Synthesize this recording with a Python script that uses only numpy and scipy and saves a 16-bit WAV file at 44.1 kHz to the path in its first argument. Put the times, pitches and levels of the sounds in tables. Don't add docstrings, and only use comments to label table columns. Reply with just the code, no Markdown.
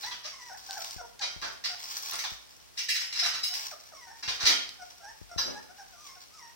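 import sys
import numpy as np
from scipy import signal
from scipy.fft import rfft, irfft, next_fast_len
from scipy.io import wavfile

SR = 44100
rng = np.random.default_rng(int(sys.argv[2]) if len(sys.argv) > 2 else 0)


def int16_out(signal):
    q = np.round(np.clip(np.atleast_2d(signal).T, -1, 1) * 32767)
    wavfile.write(sys.argv[1], SR, q.astype(np.int16))


N = 288855
TIME = np.arange(N) / SR
TAIL = int(.8 * SR)

# frequency in Hz, seconds to die away by 60 dB.
ROOM_DECAY = [(200, 0.57), (5000, 0.43), (15000, 0.36)]
# frequency in Hz, side gain in dB.
SIDE_EQ = [(250, 9), (500, 7.5), (1000, 0.5)]
# frequency in Hz, gain in dB.
HISS_EQ = [(24, -57), (45, -1.5), (143, -12.5), (327, -14), (710, -10.5), (4760, -13), (15800, -23)]
# start in seconds, strength of the push in dB.
MIC_NUDGES = [(0.963, -44), (1.363, -44), (2.319, -47), (4.279, -43), (4.435, -40), (5.215, -44),
              (5.362, -38)]
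# frequency in Hz, gain in dB, 60 dB decay in seconds.
MIC_MODES = [(52.7, -9.5, 0.55), (90, 3, 0.068), (163, -2.5, 0.07), (313, 11, 0.0055)]
# start in seconds, level in dB, contact length in seconds.
WORKTOP_THUDS = [(4.447, -43, 0.054), (5.439, -46, 0.055)]
# start in seconds, relative level in dB, rattle length in seconds,
# hardness from 0 (flat clunk) to 1 (sharp tick on a rim), favoured frequency in Hz.
CROCKERY_KNOCKS = [(0.025, -42, 0.019, 0.18, 4030), (0.109, -42.5, 0.018, 0.18, 3240),
                   (0.235, -42.5, 0.032, 0.25, 5400), (1.211, -35.5, 0.032, 0.14, 4400),
                   (1.415, -39.5, 0.034, 0.05, 1460), (1.639, -34, 0.023, 0.29, 4750),
                   (2.117, -41, 0.024, 0.11, 1310), (2.186, -38, 0.011, 0.8, 6300),
                   (2.238, -38.5, 0.011, 0.18, 3550), (2.773, -35.5, 0.022, 0.5, 5370),
                   (2.884, -30, 0.021, 0.68, 1920), (2.948, -34.5, 0.019, 0.57, 1870),
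                   (3.001, -40.5, 0.02, 0.35, 1860), (3.125, -39.5, 0.0045, 0.32, 2680),
                   (3.143, -38, 0.035, 0.3, 4650), (3.19, -31, 0.013, 0.4, 5170),
                   (3.228, -32, 0.037, 0.3, 1420), (3.334, -38.5, 0.022, 0.21, 1270),
                   (3.431, -32.5, 0.009, 1, 5130), (3.539, -38, 0.0031, 1, 5300),
                   (4.226, -40.5, 0.015, 0.16, 4700), (4.278, -33.5, 0.016, 0.2, 3470),
                   (4.393, -35, 0.047, 0.22, 1400), (4.449, -24.5, 0.021, 0.35, 4850),
                   (4.468, -27, 0.0066, 0.78, 3800), (4.494, -30, .017, 0.18, 3930),
                   (5.377, -31.5, 0.016, 0.08, 5100)]
# start in seconds, name, ring over clack in dB.
PIECE_IN_HAND = [(0, "bowl", -32), (1.2, "bowl", -2.5), (1.35, "cup", -21), (2.7, "plate", -6),
                 (3.4, "plate", 2.5), (3.5, "bowl", -16), (4.4, "bowl", -5.5), (5, "cup", 2.5)]
PIECE_MODES = { "bowl": [(1425, -11), (2143, -28), (2455, -4.5), (3079, -7), (3203, 2), (3565, -10),
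               (3870, 0), (4131, -8), (4549, -21), (4650, -16), (4940, -4), (5650, -2.5), (5858, -5)],
               "cup": [(1695, -12.5), (3946, -10), (4020, -2.5), (5040, -4), (5825, -8.5), (13590, -16)],
               "plate": [(1950, -12), (2985, -6.5), (3995, 1.5), (5145, 4.5), (6443, -7.5), (7880, -13),
               (9440, -12.5), (14825, -10)]}
# frequency in Hz, gain in dB.
CLACK_EQ = [(120, -21.5), (330, -22.5), (700, -10.5), (1300, -5.5), (1900, -1.5), (3500, -3), (5000, 1.5),
            (6000, -2.5), (6900, -13), (11000, -22.5), (15000, -21.5)]
# frequency in Hz, gain in dB.
PAD_EQ = [(150, -34), (600, -19.5), (900, -8), (2800, -11.5), (4500, -4.5), (5700, -0.5), (7000, -12),
          (12000, -25), (15000, -13.5)]
# start of the hold in seconds, its length in seconds, level in dB.
PAW_SHUFFLES = [(.01, 0.0091, -41), (0.67, 0.24, -43.5), (1.808, 0.027, -47), (1.967, 0.21, -38),
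                (3.557, 0.081, -39.5), (6.053, 0.044, -52)]
# start in seconds, dry peak in dB, centre in Hz, decay time in seconds.
PAD_SNAPS = [(0.7092, -20, 5500, 0.00078), (0.8475, -29, 3830, 0.0007), (0.9095, -24, 5860, 0.00072),
             (1.193, -32, 4400, 0.0046), (1.973, -34, 14200, 0.018), (2.113, -28, 13100, 0.0012),
             (2.134, -31, 9000, 0.0046), (2.156, -23.5, 7800, 0.0012), (4.6918, -25, 5200, 0.00087)]
# frequency in Hz, gain in dB.
MOUTH_EQ = [(480, -1.5), (620, 4), (750, 7.5), (1250, 3.5), (1950, 6), (2500, -10)]
# frequency in Hz, gain in dB.
THROAT_EQ = [(1500, 11), (2400, -11), (4400, -15), (5600, 8.5), (6800, -13), (8500, -12), (12000, -33)]
# start in seconds, length in seconds, mid pitch in Hz, glide in octaves,
# relative level in dB.
WHIMPER_CUES = [(0.248, 0.029, 590, 0.033, -55.5), (0.496, 0.056, 752, 0.034, -57.5),
                (0.685, 0.092, 769, -0.021, -58.5), (0.768, 0.046, 679, -0.5, -53.5),
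                (0.979, 0.037, 712.6, -0.34, -55.5), (1.009, 0.048, 468, -0.36, -58.5),
                (1.197, 0.052, 759, -0.27, -57.5), (1.692, 0.058, 715, -0.22, -58.5),
                (2.236, 0.034, 770, -0.68, -55), (3.22, 0.048, 681, -0.12, -55.5),
                (3.499, 0.044, 705, -0.15, -63), (3.712, 0.031, 646, -0.69, -59.5),
                (3.917, 0.025, 647, -0.7, -59.5), (4.068, 0.054, 756, 0.098, -61),
                (4.786, 0.06, 721, -0.064, -56.5), (4.993, 0.044, 687, 0.044, -63.5),
                (5.017, 0.099, 823.3, 0.29, -56.5), (5.291, 0.079, 677, -0.07, -57),
                (5.54, 0.06, 840, 0.16, -56), (5.684, 0.045, 731, 0.17, -61.5),
                (5.777, 0.057, 783, -0.23, -56), (5.919, 0.047, 713, -0.15, -67.5),
                (6.154, 0.036, 734, -0.15, -64.5)]
# time in seconds, pitch in Hz, relative level in dB.
WHINE_CURVES = [
    [(.035, 763, -54), (.075, 1008, -52.5), (.15, 943, -67)],
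    [(.318, 1150, -68), (.345, 1062, -58), (.375, 1101, -63.5), (.41, 1010, -59), (.5, 938, -62)],
    [(3.946, 1150, -63.5), (4.03, 970, -65), (4.11, 895, -65), (4.18, 905, -71)],
    [(5.956, 1142, -73), (6.02, 1239, -67.5), (6.11, 1076, -61.5), (6.2, 1092, -76.5)],
    [(6.3, 1136, -76), (6.355, 1340, -61), (6.41, 1009, -64.5), (6.45, 911, -64.5), (6.53, 951, -70)],
]


def from_db(db):
    return 10 ** (np.asarray(db) / 20)


def rms_one(x):
    return x / np.sqrt(np.mean(x ** 2) + 1e-20)


def at_hz(points, hz):
    points = np.array(points)
    return np.interp(np.log(np.maximum(hz, 1)), np.log(points[:, 0]), points[:, 1])


def colour(x, eq):
    size = 2 * next_fast_len(x.shape[-1] // 2 + 1024)
    cepstrum = irfft(np.log(from_db(at_hz(eq, np.fft.rfftfreq(size, 1 / SR)))))
    cepstrum[1:size // 2] *= 2
    cepstrum[size // 2 + 1:] = 0
    return irfft(rfft(x, size) * np.exp(rfft(cepstrum)))[..., :x.shape[-1]]


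def drift(n, per_s):
    return np.interp(np.arange(n) * per_s / SR, np.arange(4000), rng.standard_normal(4000))


def ring(x, hz, t60):
    radius, angle = from_db(-60 / (t60 * SR)), 2 * np.pi * hz / SR
    return signal.lfilter([0, np.sin(angle)], [1, -2 * radius * np.cos(angle), radius ** 2], x + 1e-18)


def add(out, start, sound):
    i = max(int(start * SR), 0)
    out[..., i:i + sound.shape[-1]] += sound[..., :N - i]


def room(direct_db, lag_s=0., decay_share=1):
    t, hz = TIME[:TAIL], np.fft.rfftfreq(TAIL, 1 / SR)
    white, tail = rfft(rng.standard_normal((2, TAIL))), 0
    for centre, t60 in ROOM_DECAY:
        band = at_hz([(f, f == centre) for f, _ in ROOM_DECAY], hz)
        tail = tail + irfft(white * band, TAIL) * from_db(-60 * t / (t60 * decay_share))
    response = rms_one(tail * np.minimum(t / 0.00093, 1)) / np.sqrt(TAIL)
    response[[0, 1], [0, int(lag_s * SR)]] += from_db(direct_db)
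    return rms_one(response) / np.sqrt(TAIL)


def heard(x, response):
    return signal.fftconvolve(np.atleast_2d(x), response, axes=-1)[:, :x.shape[-1]]


def hiss(level_db=-58):
    return from_db(level_db) * rms_one(colour(rng.standard_normal((2, N)), HISS_EQ))


def bumps(right_share=0.062):
    pushes = np.zeros(N)
    for start, push_db in MIC_NUDGES:
        add(pushes, start, from_db([push_db]))
    sway = sum(from_db(db) * ring(pushes, hz, t60) for hz, db, t60 in MIC_MODES)
    return sway * np.array([[1], [right_share]])


def contacts(length, per_s=1100, spread_db=4.5, rise_share=0.53):
    t = TIME[:TAIL]
    touching = (rng.random(TAIL) < per_s / SR) * (t < length)
    touches = touching * rng.choice([-1, 1], TAIL) + (t == 0)
    sizes = from_db(spread_db * np.clip(rng.standard_normal(TAIL), -2, 1))
    pressure = np.minimum(0.47 + t / (rise_share * length), 1)
    return touches * sizes * pressure


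def worktop(boom_hz=292, t60_s=0.0085, upper_db=3.5, upper_hz=600):
    out = np.zeros((2, N))
    for start, level_db, length in WORKTOP_THUDS:
        force = heard(contacts(length), room(direct_db=-29))
        radiated = np.gradient(force, axis=-1)
        boom = ring(radiated, boom_hz, t60_s) + from_db(upper_db) * ring(radiated, upper_hz, t60_s / 2)
        add(out, start, from_db(level_db) * boom / np.std(boom[:, :int(length * SR)]))
    return out


def crockery(gain_db=2.5, pan_db=.5, focus_db=6, focus_oct=.38, strike_spread_db=2.2, t60_at_4khz_s=.17):
    out, walls = np.zeros((2, N)), room(direct_db=-10.5, lag_s=.0005)
    low_cut = signal.butter(2, 1200, "high", fs=SR, output="sos")
    for start, knock_db, length, hardness, focus_hz in CROCKERY_KNOCKS:
        _, piece, ring_db = [row for row in PIECE_IN_HAND if row[0] <= start][-1]
        focus = [(focus_hz / 2 ** focus_oct, 0), (focus_hz, focus_db), (focus_hz * 2 ** focus_oct, 0)]
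        force = heard(contacts(length), walls)
        radiated = signal.sosfilt(low_cut, force)
        tones = 0
        for hz, db in PIECE_MODES[piece]:
            mode_db = db + at_hz(focus, hz) / 2 + rng.normal(0, strike_spread_db)
            t60 = t60_at_4khz_s * (4000 / hz) ** .5
            tones = tones + from_db(mode_db) * rms_one(ring(radiated, hz, t60))
        clack = colour(colour(force, CLACK_EQ), focus)
        attack = slice(int((length + 0.041) * SR))
        tones, clack = tones / np.std(tones[:, attack]), clack / np.std(clack[:, attack])
        clunk_db, edge_db = 12 - 50.5 * hardness, -7 + 15.5 * hardness
        clack = colour(clack, [(1000, clunk_db), (1900, 0), (6000, 0.0062), (9500, edge_db)])
        ring_gain = from_db(ring_db)
        add(out, start, from_db(knock_db) * (clack + ring_gain * tones) / np.hypot(1, ring_gain))
    return from_db(gain_db) * out * from_db([[-pan_db], [pan_db]])


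def grains(per_s, spread_db, clump_db=4.5):
    sizes = from_db(spread_db * np.minimum(rng.exponential(1, N), 4.5)) * rng.choice([-1, 1], N)
    slips = rng.random(N) < per_s / SR
    clumps = from_db(clump_db * (drift(N, 300) + drift(N, 45)))
    return sizes * slips * clumps


def shuffling(fidget_db=-57.5, attack_s=0.13, release_s=0.1):
    power = from_db(fidget_db) ** 2
    for start, length, rustle_db in PAW_SHUFFLES:
        fade = np.maximum((start - TIME) / attack_s, (TIME - start - length) / release_s)
        power = power + (from_db(rustle_db) * np.exp(-np.clip(fade, 0, 20))) ** 2
    return np.sqrt(power)


def rustle(scuff_db=-11.5, scuff_hz=11500, firm_db=-40, scuff_growth=0.58):
    close, envelope = room(direct_db=3, lag_s=.0004), shuffling()
    rub = rms_one(colour(heard(grains(per_s=4000, spread_db=0), close), PAD_EQ))
    treble = signal.butter(2, scuff_hz, "high", fs=SR, output="sos")
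    crackle = rms_one(signal.sosfilt(treble, heard(grains(per_s=900, spread_db=5), close)))
    scuff = from_db(scuff_db) * (envelope / from_db(firm_db)) ** scuff_growth
    return envelope * (rub + scuff * crackle)


def crinkles(skirt_db=33.5):
    out, t = np.zeros(N), TIME[:SR // 25]
    for start, peak_db, hz, decay in PAD_SNAPS:
        eq = [(hz / 8, -skirt_db), (hz, 0), (hz * 8, -2 * skirt_db)]
        snap = colour(rng.standard_normal(len(t)) * np.exp(-t / decay), eq)
        add(out, start, from_db(peak_db) * snap / np.abs(snap).max())
    return heard(out, room(direct_db=6))


def cry(pitch, level_db, air_db=-8.5, overtone_db=-3.5, attack_s=0.007, release_s=0.0014):
    n = len(pitch)
    t = TIME[:n]
    quiver = .018 * (drift(n, 500) + drift(n, 90))
    pitch = pitch * (1 + quiver)
    phase = 2 * np.pi * np.cumsum(pitch) / SR
    body = sum(from_db(at_hz(MOUTH_EQ, k * pitch)) * np.sin(k * phase) for k in (1, 2))
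    overtones = sum(from_db(at_hz(THROAT_EQ, k * pitch)) * np.sin(k * phase) for k in range(3, 15))
    breath = colour(rng.standard_normal(TAIL)[:n], [(100, -48), (3000, -9)] + THROAT_EQ[2:])
    air = rms_one(breath * (1 + np.cos(phase)))
    nasal = from_db(12 * np.log2(pitch / 850))
    voice = body + nasal * (from_db(overtone_db) * overtones + from_db(air_db) * air)
    envelope = np.sin(np.pi / 2 * np.clip(np.minimum(t / attack_s, t[::-1] / release_s), 0, 1))
    rasp_db = 2.5 * (drift(n, 70) + drift(n, 450))
    return voice * envelope * from_db(level_db + rasp_db)


def whimpers(scoop_oct=0.051, flick_oct=0.26, flick_s=0.00703, calm_from_s=4.5, calm_swell_db=13):
    out = np.zeros(N)
    for start, length, hz, glide, cry_db in WHIMPER_CUES:
        t = TIME[:int(length * SR)]
        along = 2 * t / length - 1
        octaves = glide * along / 2 + scoop_oct * along ** 2
        if start < calm_from_s:
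            octaves += flick_oct * np.exp((t - length) / flick_s)
        else:
            cry_db -= calm_swell_db * along ** 2
        add(out, start, cry(hz * 2 ** octaves, cry_db))
    return out


def whines():
    out = np.zeros(N)
    for curve in WHINE_CURVES:
        times, hz, cry_db = np.transpose(curve)
        t = np.arange(times[0], times[-1], 1 / SR)
        add(out, times[0], cry(np.interp(t, times, hz), np.interp(t, times, cry_db)))
    return out


def puppies(gain_db=5):
    return from_db(gain_db) * heard(whimpers() + whines(), room(direct_db=2.5, decay_share=.9))


def scene():
    return puppies() + rustle() + crinkles() + crockery() + worktop() + bumps() + hiss()


def record(dry):
    middle, side = (dry[0] + dry[1]) / 2, (dry[0] - dry[1]) / 2
    side = irfft(rfft(side) * from_db(at_hz(SIDE_EQ, np.fft.rfftfreq(N, 1 / SR))), N)
    low_cut = signal.butter(4, 38, "high", fs=SR, output="sos")
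    high_cut = signal.ellip(12, .2, 80, 15900, fs=SR, output="sos")
    return signal.sosfilt(high_cut, signal.sosfilt(low_cut, [middle + side, middle - side]))


dry = scene()
out = record(dry)
int16_out(out)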